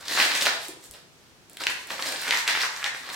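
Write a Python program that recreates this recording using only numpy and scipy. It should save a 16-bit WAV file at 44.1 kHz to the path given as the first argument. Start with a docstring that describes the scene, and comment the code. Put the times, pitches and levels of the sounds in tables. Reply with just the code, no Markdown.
"""A hand rummages in a stiff fabric bag before two microphones, in a bare, echoing room.
Cloth drags over cloth: tiny slips scrape, rasp, hiss and flutter, while folds snap as they buckle.
Towards one second the strokes thin out to a few small ticks and soft bumps inside the bag, then a rest.
After a second and a half the hand digs again, with more snaps, ticks and a low bump, to the end.
Wall echoes and a diffuse tail answer throughout, over the steady noise of the still room."""
import sys
import numpy as np
from scipy import signal
from scipy.fft import rfft, irfft
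from scipy.io import wavfile
from scipy.ndimage import uniform_filter1d

SR = 44100
rng = np.random.default_rng(int(sys.argv[2]) if len(sys.argv) > 2 else 0)


def bounce(signal):
    """Save signal as a 16-bit WAV file at the path given by the first command-line argument."""
    frames = np.transpose(np.atleast_2d(signal))
    limited = np.clip(frames, -1, 1)
    pcm = np.round(limited * 32767).astype(np.int16)
    wavfile.write(sys.argv[1], SR, pcm)


N = 138915  # samples

# Hand strokes. Each row: fastest moment, rise and fall in seconds, relative scrape, flutter, rasp
# and hiss in dB, pitch of the pocket round the hand in Hz.
HAND_STROKES = [ (0.02, 0.2, 0.017, -45, -53.5, -43.5, -48, 1280),
                (0.124, 0.047, 0.16, -35, -41, -29, -37, 1630),
                (0.204, 0.04, 0.04, -21.5, -39.5, -22, -35, 1650),
                (0.245, 0.03, 0.076, -30.5, -38, -27.5, -34, 1570),
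                (0.363, 0.045, 0.031, -28, -43, -25.5, -36, 2500),
                (0.423, 0.016, 0.016, -32.5, -36, -26, -26.5, 2600),
                (0.47, 0.032, 0.024, -26.5, -34, -23.5, -45, 1190),
                (0.53, 0.017, 0.042, -43, -48.5, -36, -40.5, 960),
                (0.63, 0.037, 0.046, -51, -63, -40.5, -41, 890),
                (0.845, 0.034, 0.024, -59, -61.5, -52.5, -48, 1000),
                (0.951, 0.021, 0.029, -55, -53.5, -47.5, -59, 1490),
                (1.27, 0.18, 0.057, -70, -87, -66, -69, 1400),
                (1.55, 0.054, 0.087, -63, -59, -55.5, -68, 1400),
                (1.612, 0.011, 0.02, -35, -39.5, -33, -40, 1600),
                (1.705, 0.0074, 0.0086, -29, -41, -32.5, -31.5, 1650),
                (1.745, .015, 0.18, -52, -55.5, -47, -50, 1700),
                (1.915, 0.025, 0.033, -34.5, -41, -36, -39.5, 1750),
                (1.997, 0.0045, 0.0068, -28.5, -32.5, -42, -37.5, 1200),
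                (2.085, 0.094, 0.093, -35, -41, -35, -36, 1730),
                (2.23, 0.034, 0.038, -35, -50, -32.5, -38.5, 1640),
                (2.29, 0.027, 0.015, -29.5, -40, -35, -38, 1420),
                (2.33, 0.033, 0.035, -24, -46, -29.5, -46, 1990),
                (2.388, 0.045, 0.036, -35.5, -56, -34, -35.5, 1760),
                (2.493, 0.021, 0.021, -21.5, -53, -26.5, -34, 2130),
                (2.552, 0.047, 0.051, -29.5, -45.5, -31, -45, 1750),
                (2.622, 0.018, 0.016, -26, -62, -28, -35, 2030),
                (2.642, 0.012, 0.023, -26, -46, -30.5, -36, 1080),
                (2.771, 0.056, 0.087, -38.5, -59, -45, -43.5, 1120),
                (2.867, 0.032, 0.017, -27, -53, -52, -61, 1820),
                (2.96, 0.024, 0.056, -42.5, -51, -41.5, -44, 1810),
                (3.10, 0.063, 0.024, -38.5, -45.5, -39, -50, 1030),
                (3.145, 0.021, 0.025, -38, -52, -37, -37, 1750), ]
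STROKE_SHAPE = 1.5  # 1 = pointed swell, 2 = rounded
# Spectra of the parts of the rubbing. Each row: frequency in Hz, relative density in dB per Hz.
SCRAPE_SPECTRUM = [(150, -43.5), (400, -17.5), (720, -6.5), (1000, 0.5), (1300, -10), (1700, 1.5),
                   (2200, -0.5), (2700, -3), (4400, -16), (7000, -15.5), (16000, -40)]
FLUTTER_SPECTRUM = [(30, -33), (90, -14.5), (190, -10), (270, -1.5), (450, -2.5), (700, -1.5), (1200, -13),
                    (3000, -38)]
RASP_SPECTRUM = [(600, -25), (1800, -7.5), (2900, -2.5), (4200, 2.5), (5200, -2.5), (6500, -14.5),
                 (10000, -18), (16000, -19)]
HISS_SPECTRUM = [(1000, -40), (3000, -11), (5500, -0.5), (8200, 2.5), (11000, -4.5), (14000, -5.5),
                 (16000, -17.5)]
POCKET_DB, BROAD_SCRAPE_DB = -5, -2.5  # the ringing and the broad share of the scrape
POCKET_WIDTH_HZ = 680  # of one resonator; the pocket is two in a row
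SLIPS_PER_S, SLIP_SPREAD_DB = 9700, 3.5
CLUMP_S, CLUMP_DB = 0.006, 2.5  # the cloth catches and lets go
OWN_CLUMP_DB = 3  # each part of the rubbing also catches on its own
CRACKLES_PER_S, CRACKLE_DB, CRACKLE_SPREAD_DB = 190, -5, 2  # small creases, against scrape and rasp
CRACKLE_LOW_HZ, CRACKLE_HIGH_HZ = 1415, 5900

# Folds that buckle. Each row: start in seconds, relative level in dB, pitch in Hz,
# crumple time in seconds, crispness as treble lift in dB.
FOLD_SNAPS = [ (0.082, -28, 4270, 0.0044, 3), (0.138, -32, 3800, 0.0014, 13),
              (0.1747, -21.5, 2230, 0.0022, -5), (0.2001, -17, 3030, 0.0028, -1),
              (0.224, -23, 2720, 0.0026, 6), (0.2387, -32, 1650, 0.0038, 6),
              (0.3179, -25.5, 2360, 0.0032, 3), (0.4102, -25, 3600, 0.0026, 9),
              (0.4145, -24.5, 3860, 0.0016, 3), (0.4222, -23, 3250, 0.0025, 8),
              (0.455, -28, 4130, 0.0033, 1), (0.4617, -22, 4100, 0.0014, 0),
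              (0.4676, -25, 4430, 0.0043, -10), (0.9382, -51, 2840, 0.0025, 0),
              (1.5703, -37.5, 3180, 0.0036, 1), (1.6070, -31.5, 1330, 0.0035, 5),
              (1.6367, -28, 2700, 0.0045, 10), (1.6682, -17.5, 2710, 0.0017, 1.5),
              (1.6968, -32, 2540, 0.0025, 1), (1.9037, -28.5, 1640, 0.0046, 10.5),
              (1.9929, -32, 1540, 0.0026, -9), (1.9976, -32.5, 2200, 0.0014, 6),
              (2.0240, -28, 4460, 0.0014, -1), (2.1602, -33.5, 4100, 0.00075, -7),
              (2.2801, -33, 3660, 0.0026, -2), (2.3086, -18, 3240, 0.00074, -1),
              (2.346, -28.5, 4540, 0.00096, 1), (2.373, -27.5, 6100, 0.0012, -7),
              (2.4773, -19, 3000, 0.003, 3), (2.4876, -24.5, 2300, 0.0014, -4),
              (2.5504, -23, 2160, 0.0035, 1), (2.6116, -29, 2230, 0.0014, -2),
              (2.617, -26.5, 5260, 0.002, -8), (2.6243, -29, 5300, 0.0055, -7),
              (2.6337, -24, 2000, 0.0027, -1), (2.763, -35.5, 6000, 0.0022, -11),
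              (2.828, -30.5, 1800, 0.0028, 2), (2.8418, -23, 3600, 0.0035, 1.5),
              (2.9480, -33.5, 1930, 0.0017, 3), (3.09, -37.5, 1800, 0.0035, 0), ]
# Spectrum of a snap or crease. Each row: multiple of its pitch, relative level in dB.
SNAP_SPECTRUM = [(.03, -36.5), (.12, -16.5), (.35, -12.5), (.65, -2), (1, 2.5), (1.35, -5), (2, -14),
                 (3.2, -22), (6, -34.5)]
CRUMPLE_EVENNESS = 0.7  # 0 = patchy spectrum, 1 = smooth

# Small things touching. Each row: start in seconds, relative level in dB.
SMALL_TICKS = [(0.6834, -36), (0.8402, -46.5), (0.859, -52.5), (0.911, -41), (0.9377, -50), (1.4972, -47.5),
               (1.5322, -47.5), (1.5700, -43), (1.871, -43.5), (2.217, -35), (3.134, -43)]
# Spectrum of a tick. Each row: frequency in Hz, relative level in dB.
TICK_SPECTRUM = [(500, -23), (2000, -14), (4000, -8), (6000, -7), (7500, 0), (9500, 1), (12000, -5),
                 (16000, -7)]
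TICK_S = 0.0015

# Soft bumps inside the bag. Each row: start in seconds, relative level in dB, pitch in Hz,
# decay in seconds.
SOFT_BUMPS = [(0.687, -37, 346, 0.011), (0.728, -50, 348, 0.014), (0.884, -48.5, 65, .035),
              (1.675, -49, 80.5, 0.036)]
# Spectrum of a bump. Each row: multiple of its pitch, relative level in dB.
BUMP_SPECTRUM = [(.2, -22), (.55, -10), (.8, 0), (1.1, 0), (1.35, -7), (1.8, -18), (4, -28), (12, -55)]

# How long the room rings. Each row: frequency in Hz, time to fall by 60 dB in seconds.
REVERB_TIME = [(100, 0.19), (300, 0.6), (700, 0.6), (980, 0.75), (1350, 0.5), (1800, 0.5), (2400, 0.6),
               (4300, 0.5), (7000, 0.46), (11000, 0.35), (16000, 0.2)]
# Spectrum of the diffuse tail. Each row: frequency in Hz, relative level in dB.
TAIL_SPECTRUM = [(60, -12), (250, -4.5), (680, -1), (980, -1), (1400, 1), (1800, 3.5), (2300, -1.5),
                 (3000, -1), (4300, 0), (8000, 1), (12000, -0.5), (16000, 2)]
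# First echoes off the walls. Each row: mean delay in seconds, level in dB against the direct sound.
WALL_ECHOES = [(.0071, -19), (.0100, -47), (.0135, -15.5), (.0168, -39), (.0188, -13), (.0298, -21)]
TAIL_DB, TAIL_GAP_S, TAIL_BUILD_S = 0.5, 0.00042, 0.005
SNAP_ROOM_DB = -2  # snaps and ticks carry straight to the microphones and stir the room less
WALL_SKEW_S = 0.00012  # an echo reaches one microphone first
OFF_CENTRE_S = 0.000016  # the direct sound reaches the right microphone first
PATTERN_S = 0.11  # time before the next echo pattern takes over

# Diffuse sound at the microphone pair. Each row: frequency in Hz, left-right likeness from 0 to 1.
MIC_LIKENESS = [(30, 0.053), (120, 0.22), (260, 0.46), (500, 0.77), (1000, 0.35), (2000, 0), (16000, 0)]
# Balance of the microphone pair. Each row: frequency in Hz, left minus right in dB.
MIC_BALANCE = [(60, 1.5), (600, 1), (1100, 1.5), (2000, -0.3), (7000, -0.5), (10000, -1), (13000, -5),
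               (16000, -3)]
EDGE_HZ = 16100  # upper band limit
# Still room. Each row: frequency in Hz, relative density in dB per Hz.
AIR_SPECTRUM = [(15, -51), (25, -19), (80, -9), (141, -6), (185, -8.5), (326, -10), (911, -16.5),
                (1480, -16), (1650, -17), (6050, -21), (16000, -35.5)]
AIR_DB = -55.5


def rubbing():
    """Clumps of tiny slips and crackle swell with each stroke; the pocket round the hand rings."""
    t = np.arange(N) / SR
    power, weighted_hz = np.zeros((4, N)), np.zeros(N)
    for peak_s, rise_s, fall_s, *levels_db, hz in HAND_STROKES:
        side_s = np.where(t < peak_s, rise_s, fall_s)
        swell = np.exp(-(abs(t - peak_s) / side_s) ** STROKE_SHAPE)
        stroke = (amp(levels_db)[:, None] * swell) ** 2
        power += stroke
        weighted_hz += hz * stroke[0]
    pocket_hz = weighted_hz / (power[0] + 1e-30)  # the strongest scrape shapes the pocket
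    scrape, flutter, rasp, hiss = np.sqrt(power)

    out = amp(CRACKLE_DB) * np.hypot(scrape, rasp) * crackle()
    ring = resonate(clumped_slips(), pocket_hz, POCKET_WIDTH_HZ)
    ring = resonate(ring, pocket_hz, POCKET_WIDTH_HZ)
    out += amp(POCKET_DB) * scrape * unit(ring)
    parts = [(amp(BROAD_SCRAPE_DB) * scrape, SCRAPE_SPECTRUM), (flutter, FLUTTER_SPECTRUM),
             (rasp, RASP_SPECTRUM), (hiss, HISS_SPECTRUM)]
    for level, spectrum in parts:
        out += level * unit(colour(clumped_slips(), spectrum))
    return catching(CLUMP_DB) * out


def clumped_slips():
    """Dense slips of cloth on cloth, bunched by a catching of their own."""
    return slip_train(SLIPS_PER_S, SLIP_SPREAD_DB) * catching(OWN_CLUMP_DB)


def slip_train(per_s, spread_db):
    """Random clicks of either sign: many small, a few large."""
    sizes = amp(spread_db * np.minimum(rng.exponential(1, N), 4))
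    signs = rng.choice([-1, 1], N)
    return sizes * signs * (rng.random(N) < per_s / SR)


def catching(db):
    """Gain of cloth that catches and lets go, 1 at the hardest catch."""
    grip = np.clip(rng.standard_normal(N), -2, 2)
    curve = np.interp(np.arange(N) / SR / CLUMP_S, np.arange(N), grip)
    return amp(db * (curve - 2))


def resonate(x, hz, width_hz):
    """A resonance that follows the curve hz: shift down to zero, smooth, shift back up."""
    turn = np.exp(2j * np.pi * np.cumsum(hz) / SR)
    r = np.exp(-np.pi * width_hz / SR)
    return 2 * (turn * signal.lfilter([1 - r], [1, -r], x / turn)).real


def crackle(count=8):
    """Small creases give way, in groups that each have a pitch of their own."""
    out = np.zeros(N)
    for hz in np.geomspace(CRACKLE_LOW_HZ, CRACKLE_HIGH_HZ, count):
        creases = slip_train(CRACKLES_PER_S / count, CRACKLE_SPREAD_DB)
        out += unit(colour(creases, [(k * hz, db) for k, db in SNAP_SPECTRUM]))
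    return unit(out)


def snaps():
    """Stiff folds buckle, each with a broad pitch and a crispness of its own."""
    out = np.zeros(N)
    for s, db, hz, crumple_s, crisp_db in FOLD_SNAPS:
        # the lift grows over the octave above the pitch, then stays
        spectrum = [(k * hz, d + crisp_db * np.clip(np.log2(k), 0, 1)) for k, d in SNAP_SPECTRUM]
        add(out, s, crack(db, crumple_s, spectrum))
    return out


def ticks():
    """Thin, bright ticks of small things touching."""
    out = np.zeros(N)
    for s, db in SMALL_TICKS:
        add(out, s, crack(db, TICK_S, TICK_SPECTRUM))
    return out


def bumps():
    """Dull knocks, cushioned by the cloth."""
    out = np.zeros(N)
    for s, db, hz, decay_s in SOFT_BUMPS:
        spectrum = [(k * hz, d) for k, d in BUMP_SPECTRUM]
        add(out, s, crack(db, decay_s, spectrum, size=4096))
    return out


def crack(db, length_s, spectrum, size=1024):
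    """A short, fading run of slips with an evened spectrum; db is its energy as a level over 5 ms."""
    fade = np.exp(-(np.arange(size) / SR / max(length_s, 1e-4)) ** 2 / 2)
    z = rfft(rng.standard_normal(size) * fade)
    slips = fade * irfft(z / (abs(z) + 1e-9) ** CRUMPLE_EVENNESS, size)
    sound = colour(slips, spectrum, size=4096)
    return amp(db) * np.sqrt(0.005 * SR) * sound / np.linalg.norm(sound)


def room(x, send_db, count=4):
    """Sound feeds several random echo patterns in turn, so the tail does not ring at fixed pitches."""
    turn = (np.arange(N) / SR / PATTERN_S).astype(int) % count
    out = np.zeros((2, N))
    for k in range(count):
        feed = x * uniform_filter1d(1.0 * (turn == k), size=200)  # short crossfades
        out += signal.fftconvolve(feed[None], room_response(send_db), axes=1)[:, :N]
    return out


def room_response(send_db):
    """Direct sound, first echoes off the walls and a diffuse tail, at both microphones."""
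    t = np.arange(SR) / SR
    hz, frame_s, z = signal.stft(diffuse(TAIL_SPECTRUM, count=SR), SR, nperseg=256)
    decay = np.exp(-np.log(1000) * frame_s / read(REVERB_TIME, hz)[:, None])
    tail = signal.istft(z * decay, SR, nperseg=256)[1][:, :SR]
    tail = tail * np.clip((t - TAIL_GAP_S) / TAIL_BUILD_S, 0, 1)
    response = amp(TAIL_DB + send_db) * unit(tail) / np.sqrt(SR)
    response += np.sinc((t - np.array([[OFF_CENTRE_S], [0]])) * SR - 2)  # direct sound
    for k, (delay, db) in enumerate(WALL_ECHOES):
        delay += WALL_SKEW_S * rng.standard_normal()
        skew = (-1) ** k * WALL_SKEW_S / 2  # the microphones take turns at being first
        response[0, round((delay + skew) * SR)] += amp(db)
        response[1, round((delay - skew) * SR)] += amp(db)
    return response


def still_air():
    """Steady diffuse noise of the still room."""
    return amp(AIR_DB) * unit(diffuse(AIR_SPECTRUM, count=N))


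def diffuse(points, count):
    """Stereo noise with the given spectrum, partly alike at both microphones in the bass."""
    hz = np.fft.rfftfreq(count, 1 / SR)
    mid, side = rfft(rng.standard_normal((2, count))) * amp(read(points, hz))
    like = np.clip(read(MIC_LIKENESS, hz), -1, 1)
    mid, side = mid * np.sqrt((1 + like) / 2), side * np.sqrt((1 - like) / 2)
    return irfft([mid + side, mid - side], count)


def amp(db):
    """Decibels to gain."""
    return 10 ** (np.asarray(db) / 20)


def unit(x):
    """Scales to rms 1."""
    return x / np.sqrt(np.mean(x ** 2) + 1e-20)


def read(points, hz):
    """Reads a table on a log-frequency axis."""
    f, value = np.transpose(points)
    return np.interp(np.log(hz + 1e-6), np.log(f), value)


def add(mix, s, sound):
    """Mixes a sound in at time s."""
    part = mix[max(round(s * SR), 0):][:len(sound)]
    part += sound[:len(part)]


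def colour(x, points, size=2048):
    """Causal (minimum-phase) filter with the given spectrum."""
    log_gain = np.log(amp(read(points, abs(np.fft.fftfreq(size, 1 / SR)))))
    response = np.fft.ifft(np.exp(np.conj(signal.hilbert(log_gain)))).real
    return signal.fftconvolve(x, response[:size // 2])[:len(x)]


def scene():
    """The bag in the room, over still air."""
    bag = room(rubbing() + bumps(), 0) + room(snaps() + ticks(), SNAP_ROOM_DB)
    return bag + still_air()


def record(dry):
    """The right microphone is the brighter one; then the band limit."""
    tilt_db = read(MIC_BALANCE, np.fft.rfftfreq(N, 1 / SR)) / 2
    heard = irfft(rfft(dry) * amp([tilt_db, -tilt_db]), N)
    low_pass = signal.firwin(511, EDGE_HZ, window=("kaiser", 9), fs=SR)
    return signal.oaconvolve(heard, low_pass[None], "same")


dry = scene()
out = record(dry)
bounce(out)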